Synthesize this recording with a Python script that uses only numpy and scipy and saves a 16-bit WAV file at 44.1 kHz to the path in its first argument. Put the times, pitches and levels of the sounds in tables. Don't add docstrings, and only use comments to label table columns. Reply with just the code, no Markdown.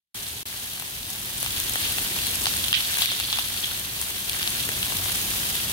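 import sys
import numpy as np
from scipy import signal
from scipy.fft import rfft, irfft, next_fast_len
from scipy.io import wavfile
from scipy.ndimage import uniform_filter1d, minimum_filter1d, map_coordinates

SR = 44100
rng = np.random.default_rng(int(sys.argv[2]) if len(sys.argv) > 2 else 0)


def put_to_file(sound):
    columns = np.atleast_2d(sound).T
    safe = np.clip(columns, -1, 1)
    whole_steps = np.round(safe * 32767)
    wavfile.write(sys.argv[1], SR, whole_steps.astype(np.int16))


N = 252252

# [time_s, gain_db]
HEARD_GAIN = [(.143, -59), (.145, 2), (.431, 1), (.434, -30), (.453, -36), (.456, 1.5)]
# [time_s, drive_db]
FRYING_DRIVE = [(0.18, -34), (0.42, -36.0), (0.66, -34.5), (0.98, -35.5), (1.14, -33), (1.22, -33.5),
                (1.62, -29.0), (2.62, -28.0), (2.7, -29.5), (2.94, -28.5), (3.02, -24.5), (3.1, -30.0),
                (3.74, -31.0), (3.9, -33), (4.02, -31), (4.06, -31.5), (4.98, -28.0), (5.68, -27.5)]
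# [frequency_hz, density_db_per_hz]
FIZZ_SPECTRUM = [(300, -27), (600, -8.5), (1000, -9), (1500, -4.5), (2200, -1.5), (3500, 2.5), (5400, -3),
                 (6400, -1.5), (7400, -5.5), (8400, -1.5), (11500, -1), (13500, -1.5), (15700, -4)]
# [time_s, drive_db]
BUBBLING_DRIVE = [(0.18, -38.5), (1.26, -45.5), (1.46, -34), (1.7, -38.5), (1.82, -29), (2.1, -38),
                  (2.22, -25.5), (2.38, -36.5), (2.82, -26), (2.94, -31.5), (3.18, -27), (3.5, -34.5),
                  (3.62, -31.5), (4.1, -41.0), (4.46, -32.5), (5.5, -42), (5.58, -27.5), (5.68, -35.5)]
# [resonance_hz, width_hz, gain_db]
HOLLOW_MODES = [(1770, 490, -8), (2830, 290, -2), (3370, 146, 3), (3640, 320, -8), (4210, 490, 0.5)]
# [frequency_hz, gain_db]
PLOP_GAIN = [(300, -46), (480, -22), (750, -1.5), (1000, -4.5), (4000, 2.5)]
# [frequency_hz, left_minus_right_db]
STEREO_TILT = [(60, -9), (110, 2), (200, -11), (380, -10), (700, -0.5), (1290, -2), (2380, -1.0),
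               (4400, -1.5), (8120, 2.5), (15000, 3.0)]
# [time_s, drive_db]
RUMBLE_DRIVE = [(0.18, -46.5), (0.78, -47.5), (1.92, -39.5), (2.64, -40.5), (2.82, -44.5), (4.14, -44),
                (4.92, -39.5), (5.68, -40)]
# [frequency_hz, density_db_per_hz]
RUMBLE_SPECTRUM = [(15, -30), (30, -9), (45, -1.5), (90, 0.5), (125, -.5), (152, -6), (188, -3.5),
                   (260, -8), (400, -10.5), (500, -16), (800, -14.5), (1300, -22), (2500, -31)]
# [start_s, ring_drive_db, ring_hz, plop_over_ring_db, plop_hz, snap_over_ring_db]
LOUD_SPITS = [(0.798, -37, 3910, -8, 1520, 7), (0.823, -33.5, 3180, -2, 1420, 1),
              (1.103, -41, 3850, -1, 1550, 13), (1.429, -30, 3720, -4, 940, 8.5),
              (1.462, -23.5, 3680, -7, 1440, -7), (1.601, -26, 3650, -10, 1580, 6),
              (1.696, -30.5, 4610, -8, 1500, 9.5), (1.757, -26, 3390, 0, 1270, 1),
              (1.855, -32, 2970, -4, 1780, -3), (1.984, -27, 3000, -1, 1370, -9),
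              (2.164, -28, 3070, -5, 1490, 0), (2.269, -25, 4120, -13, 1370, 2),
              (2.457, -12, 4600, -13, 1110, -6), (2.468, -20, 4270, 0, 1260, -6),
              (2.539, -25, 3860, -7, 1470, -5), (2.641, -22.5, 3230, -11.5, 1640, -8),
              (2.683, -22, 3570, -15, 1740, -1.5), (2.729, -5.5, 3130, -10.5, 1590, -11),
              (2.806, -22, 3570, -12, 1570, -3), (2.971, -26.5, 3160, -1.5, 1480, 1),
              (2.985, -28.5, 3290, -1, 1430, 5), (3.02, -15.5, 3600, -11, 1690, -6),
              (3.058, -12.5, 3670, -22, 1640, -4), (3.118, -26, 3510, -3.5, 1270, -8),
              (3.2, -21.5, 3490, -8.5, 1610, -1), (3.328, -17.5, 3370, -12.5, 1650, -18),
              (3.387, -21.5, 3040, -4, 1480, -7), (3.394, -25, 3360, -16, 1730, -1),
              (3.644, -22.5, 3310, -14, 1590, -16), (4.015, -32.5, 4290, -3, 1450, 10.5),
              (4.296, -21, 2530, -19, 1930, -1), (4.332, -25, 3460, -14, 1640, -8),
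              (4.429, -21.5, 3580, -9, 1620, -6), (4.476, -19, 3340, -17, 1690, -13),
              (4.603, -24, 3500, -18, 1570, -13), (4.69, -33, 3160, 6.5, 1130, 7),
              (4.829, -19.5, 3320, -14, 1600, -12), (4.922, -27, 2740, -3, 1390, -6),
              (4.969, -27.5, 3930, -11, 1500, 3.5), (5.553, -25, 3520, -10, 1400, -1)]
# [start_s, level_db, pitch_hz, width_hz, fall_time_s, left_minus_right_db]
STEAM_SQUIRTS = [(1.835, -28.5, 3300, 1500, .045, 0), (2.466, -21, 4200, 4000, 0.023, -5),
                 (2.635, -27, 3430, 700, 0.022, -8), (2.737, -12, 3180, 900, 0.023, -6.5),
                 (3.020, -23.5, 3800, 1100, 0.041, 0), (3.058, -25.5, 3550, 500, 0.085, -3),
                 (3.328, -25.5, 3500, 600, 0.035, -4), (3.386, -27.5, 3500, 800, 0.026, 0),
                 (3.633, -28, 3450, 500, 0.037, 0)]

TOP_HZ = 15850
FIZZ_OVER_FRYING_DB = 0.46
SPUTTER_DB, SPUTTER_REF_DRIVE_DB, SPUTTER_DB_PER_DB = -48.5, -29.5, 0.87
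SPUTTER_SWING_DB, SPUTTER_SWINGS_PER_S = 2.1, 7
SMALL_SPITS_PER_S = 6
SMALL_RING_DRIVE_DB, SMALL_PLOP_DB, SMALL_SNAP_DB = -4, -8, -1
SMALL_RING_HZ, SMALL_PLOP_HZ = 3550, 1600
SMALL_SCATTER_DB, SMALL_SCATTER_OCTAVES = 1.8, .22
RIGHT_PORT_DELAY_S = .00021
SPIT_LEFT_MINUS_RIGHT_DB, SNAP_LEFT_MINUS_RIGHT_DB = 2, 6
SPIT_HOLLOW_DB = -9


def amp(db):
    return 10 ** (np.asarray(db) / 20)


def unit(x):
    return x / np.sqrt(np.mean(x ** 2) + 1e-20)


def along(points, hz):
    f, v = np.transpose(points)
    return np.interp(np.log(hz + 1), np.log(f + 1), v)


def curves(rows):
    s, *cols = np.transpose(rows)
    return [np.interp(np.arange(N) / SR, s, c) for c in cols]


def wobble(knots_per_s):
    knots = rng.standard_normal(int(N * knots_per_s / SR) + 4)
    return map_coordinates(knots, [np.arange(N) * knots_per_s / SR])


def filtered(x, response):
    n = x.shape[-1]
    m = next_fast_len(n + 8192)
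    spectrum = rfft(x, m) * response(np.fft.rfftfreq(m, 1 / SR))
    return irfft(spectrum, m)[..., :n]


def coloured(x, points):
    size = 4096
    gain = amp(along(points, np.fft.rfftfreq(size, 1 / SR)))
    cepstrum = irfft(np.log(gain + 1e-6))
    cepstrum[1:size // 2] *= 2
    cepstrum[size // 2 + 1:] = 0
    impulse = irfft(np.exp(rfft(cepstrum)))
    return signal.fftconvolve(x, impulse[None], axes=1)[:, :x.shape[1]]


def bandpassed(x, low_hz, high_hz, order):
    sos = signal.butter(order, [low_hz, high_hz], "bandpass", fs=SR, output="sos")
    return signal.sosfilt(sos, x)


def resonance(f, hz, width_hz):
    return 1j * f * width_hz / (hz * hz - f * f + 1j * f * width_hz)


def hollows(f):
    return sum(amp(db) * resonance(f, hz, width_hz) for hz, width_hz, db in HOLLOW_MODES)


def sides(left_minus_right_db):
    return amp(np.array([[.5], [-.5]]) * left_minus_right_db)


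def add(track, start_s, sound):
    part = track[:, round(start_s * SR):][:, :sound.shape[1]]
    part += sound[:, :part.shape[1]]


def port_lag(count):
    return np.round(np.clip(rng.normal(10.5, 4.2, count), 0, 30)).astype(int)


def rim(x, wet_db, t60_s):
    t = np.arange(SR // 20) / SR
    tail = rng.standard_normal((2, len(t))) * amp(-60 * t / t60_s) * (t > .0005)
    tail /= np.linalg.norm(tail, axis=1, keepdims=True)
    return x + amp(wet_db) * signal.fftconvolve(x, tail, axes=1)[:, :x.shape[1]]


def ticks(per_s, size_db):
    count = int(per_s * N / SR)
    start = rng.integers(0, N, count)
    strength = amp(size_db * np.minimum(rng.exponential(size=count), 3))
    strength = strength * rng.choice([-1, 1], count)
    ports = [start, start + port_lag(count)]
    return unit(np.array([np.bincount(at, strength, N)[:N] for at in ports]))


def grains(per_s, hz, spread, cycles, size_db, size=128):
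    count = int(per_s * N / SR)
    start = rng.integers(0, N, count)
    pitch_hz = np.minimum(hz * np.exp(spread * rng.standard_normal((count, 1))), TOP_HZ)
    strength = amp(size_db * np.minimum(rng.exponential(size=(count, 1)), 4))
    turns = pitch_hz * np.arange(size) / SR
    pulsing = strength * hz / pitch_hz * np.sin(2 * np.pi * turns) * np.exp(-turns / cycles)
    waves = np.gradient(pulsing, axis=1)
    waves[:, 0] /= 2
    ports = [start, start + port_lag(count)]
    spans = [(at[:, None] + np.arange(size)).ravel() for at in ports]
    return unit(np.array([np.bincount(span, waves.ravel(), N)[:N] for span in spans]))


def fizz(level_db):
    hiss = unit(rim(ticks(per_s=16000, size_db=2.0), wet_db=-7.5, t60_s=0.11))
    hiss = hiss * amp(0.65 * wobble(90))
    crackle = unit(rim(ticks(per_s=220, size_db=2.0), wet_db=-2.0, t60_s=0.015))
    pips = grains(per_s=300, hz=11600, spread=0.26, cycles=0.86, size_db=3.5, size=32)
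    pips = unit(rim(pips, wet_db=0, t60_s=0.011))
    frying = unit(coloured(hiss + amp(-8.5) * crackle + amp(-9.0) * pips, FIZZ_SPECTRUM))
    return amp(level_db + 0.54 * wobble(7)) * frying


def bubbling(drive_db):
    bursts = grains(per_s=520, hz=3500, spread=0.29, cycles=0.82, size_db=4.0)
    rung = unit(filtered(bursts, hollows))
    level = amp(drive_db - 4.5 + 1.0 * wobble(30))
    return level * unit(rim(rung + 0.62 * bursts, wet_db=-3, t60_s=0.073))


def sputter(frying_db):
    bursts = grains(per_s=350, hz=1620, spread=.35, cycles=0.53, size_db=4.5, size=320)
    plops = unit(coloured(bursts, PLOP_GAIN))
    level_db = SPUTTER_DB + SPUTTER_DB_PER_DB * (frying_db - SPUTTER_REF_DRIVE_DB)
    level_db = level_db + SPUTTER_SWING_DB * wobble(SPUTTER_SWINGS_PER_S)
    return amp(level_db) * rim(plops, wet_db=-4, t60_s=.03)


def rumble():
    drive_db, = curves(RUMBLE_DRIVE)
    air = rng.standard_normal(N) + 0.29 * rng.standard_normal((2, N))
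    return amp(drive_db - 0.65) * unit(filtered(air, lambda f: amp(along(RUMBLE_SPECTRUM, f))))


def small_spits(frying_db):
    count = int(SMALL_SPITS_PER_S * N / SR)
    at = rng.integers(0, N, count)
    loudness, pitch, plop, snap = rng.standard_normal((count, 4)).T
    pitch_ratio = 2 ** (SMALL_SCATTER_OCTAVES * pitch)
    return np.column_stack([
        at / SR,
        frying_db[at] + SMALL_RING_DRIVE_DB + SMALL_SCATTER_DB * loudness,
        SMALL_RING_HZ * pitch_ratio,
        SMALL_PLOP_DB + SMALL_SCATTER_DB * plop,
        SMALL_PLOP_HZ * pitch_ratio,
        SMALL_SNAP_DB + SMALL_SCATTER_DB * snap])


def sized(wave, db):
    return amp(db) * wave * np.sqrt(.003 * SR / np.sum(wave ** 2))


def spits(drops):
    track, t = np.zeros((2, N)), np.arange(SR // 20) / SR
    for start_s, ring_db, ring_hz, plop_db, plop_hz, snap_db in drops:
        spray = 0.15 * rng.standard_normal(len(t)) * np.exp(-t / 0.00081)
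        crack = (t == 0) + spray
        plop = bandpassed(crack, plop_hz / 2.15, plop_hz * 1.55, order=3)
        ring = bandpassed(crack, ring_hz / 1.3, ring_hz * 1.15, order=1)
        ring = bandpassed(ring, 1900, 8300, order=2)
        ring = ring + amp(SPIT_HOLLOW_DB) * filtered(ring, hollows)
        snap = bandpassed(crack, 6000, 14500, order=2)
        body = sides(SPIT_LEFT_MINUS_RIGHT_DB) * (sized(plop, plop_db) + sized(ring, 0))
        left, right = body + sides(SNAP_LEFT_MINUS_RIGHT_DB) * sized(snap, snap_db)
        pair = np.array([left, np.roll(right, round(RIGHT_PORT_DELAY_S * SR))])
        add(track, start_s, amp(ring_db - 1.3) * rim(pair, wet_db=-7.5, t60_s=0.019))
    return track


def squirts():
    track, t = np.zeros((2, N)), np.arange(SR // 4) / SR
    for start_s, level_db, hz, width_hz, fall_s, balance_db in STEAM_SQUIRTS:
        train = grains(per_s=2600, hz=hz, spread=0.47, cycles=0.7, size_db=2.5, size=48)[:, :len(t)]
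        noise = rng.standard_normal(train.shape)
        rush = unit(filtered(noise, lambda f: resonance(f, hz, 2 * width_hz)))
        jet = unit(filtered(train + 0.63 * rush, lambda f: resonance(f, hz, width_hz)))
        envelope = np.exp(-t / fall_s) * (1 - np.exp(-t / 0.0014))
        add(track, start_s, amp(level_db) * sides(balance_db) * jet * envelope)
    return track


def scene():
    frying_db, = curves(FRYING_DRIVE)
    bubbling_db, = curves(BUBBLING_DRIVE)
    frying = fizz(frying_db + FIZZ_OVER_FRYING_DB) + bubbling(bubbling_db) + sputter(frying_db)
    frying = filtered(frying, lambda f: sides(along(STEREO_TILT, f)))
    pan = frying + spits(LOUD_SPITS) + squirts()
    return pan + rumble() + spits(small_spits(frying_db))


def limited(x, ceiling_db, release_db_per_s, size=200):
    over_db = np.maximum(20 * np.log10(np.abs(x).max(axis=0) + 1e-9) - ceiling_db, 0)
    ramp_db = release_db_per_s * np.arange(N) / SR
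    cut_db = np.maximum.accumulate(over_db + ramp_db) - ramp_db
    gain_db = uniform_filter1d(minimum_filter1d(-cut_db, 2 * size), size)
    return x * amp(gain_db)


def record(dry):
    heard_db, = curves(HEARD_GAIN)
    held = limited(dry * amp(heard_db), ceiling_db=-2.5, release_db_per_s=176)
    return filtered(held, lambda f: 1 / (1 + (f / TOP_HZ) ** 300))


dry = scene()
out = record(dry)
put_to_file(out)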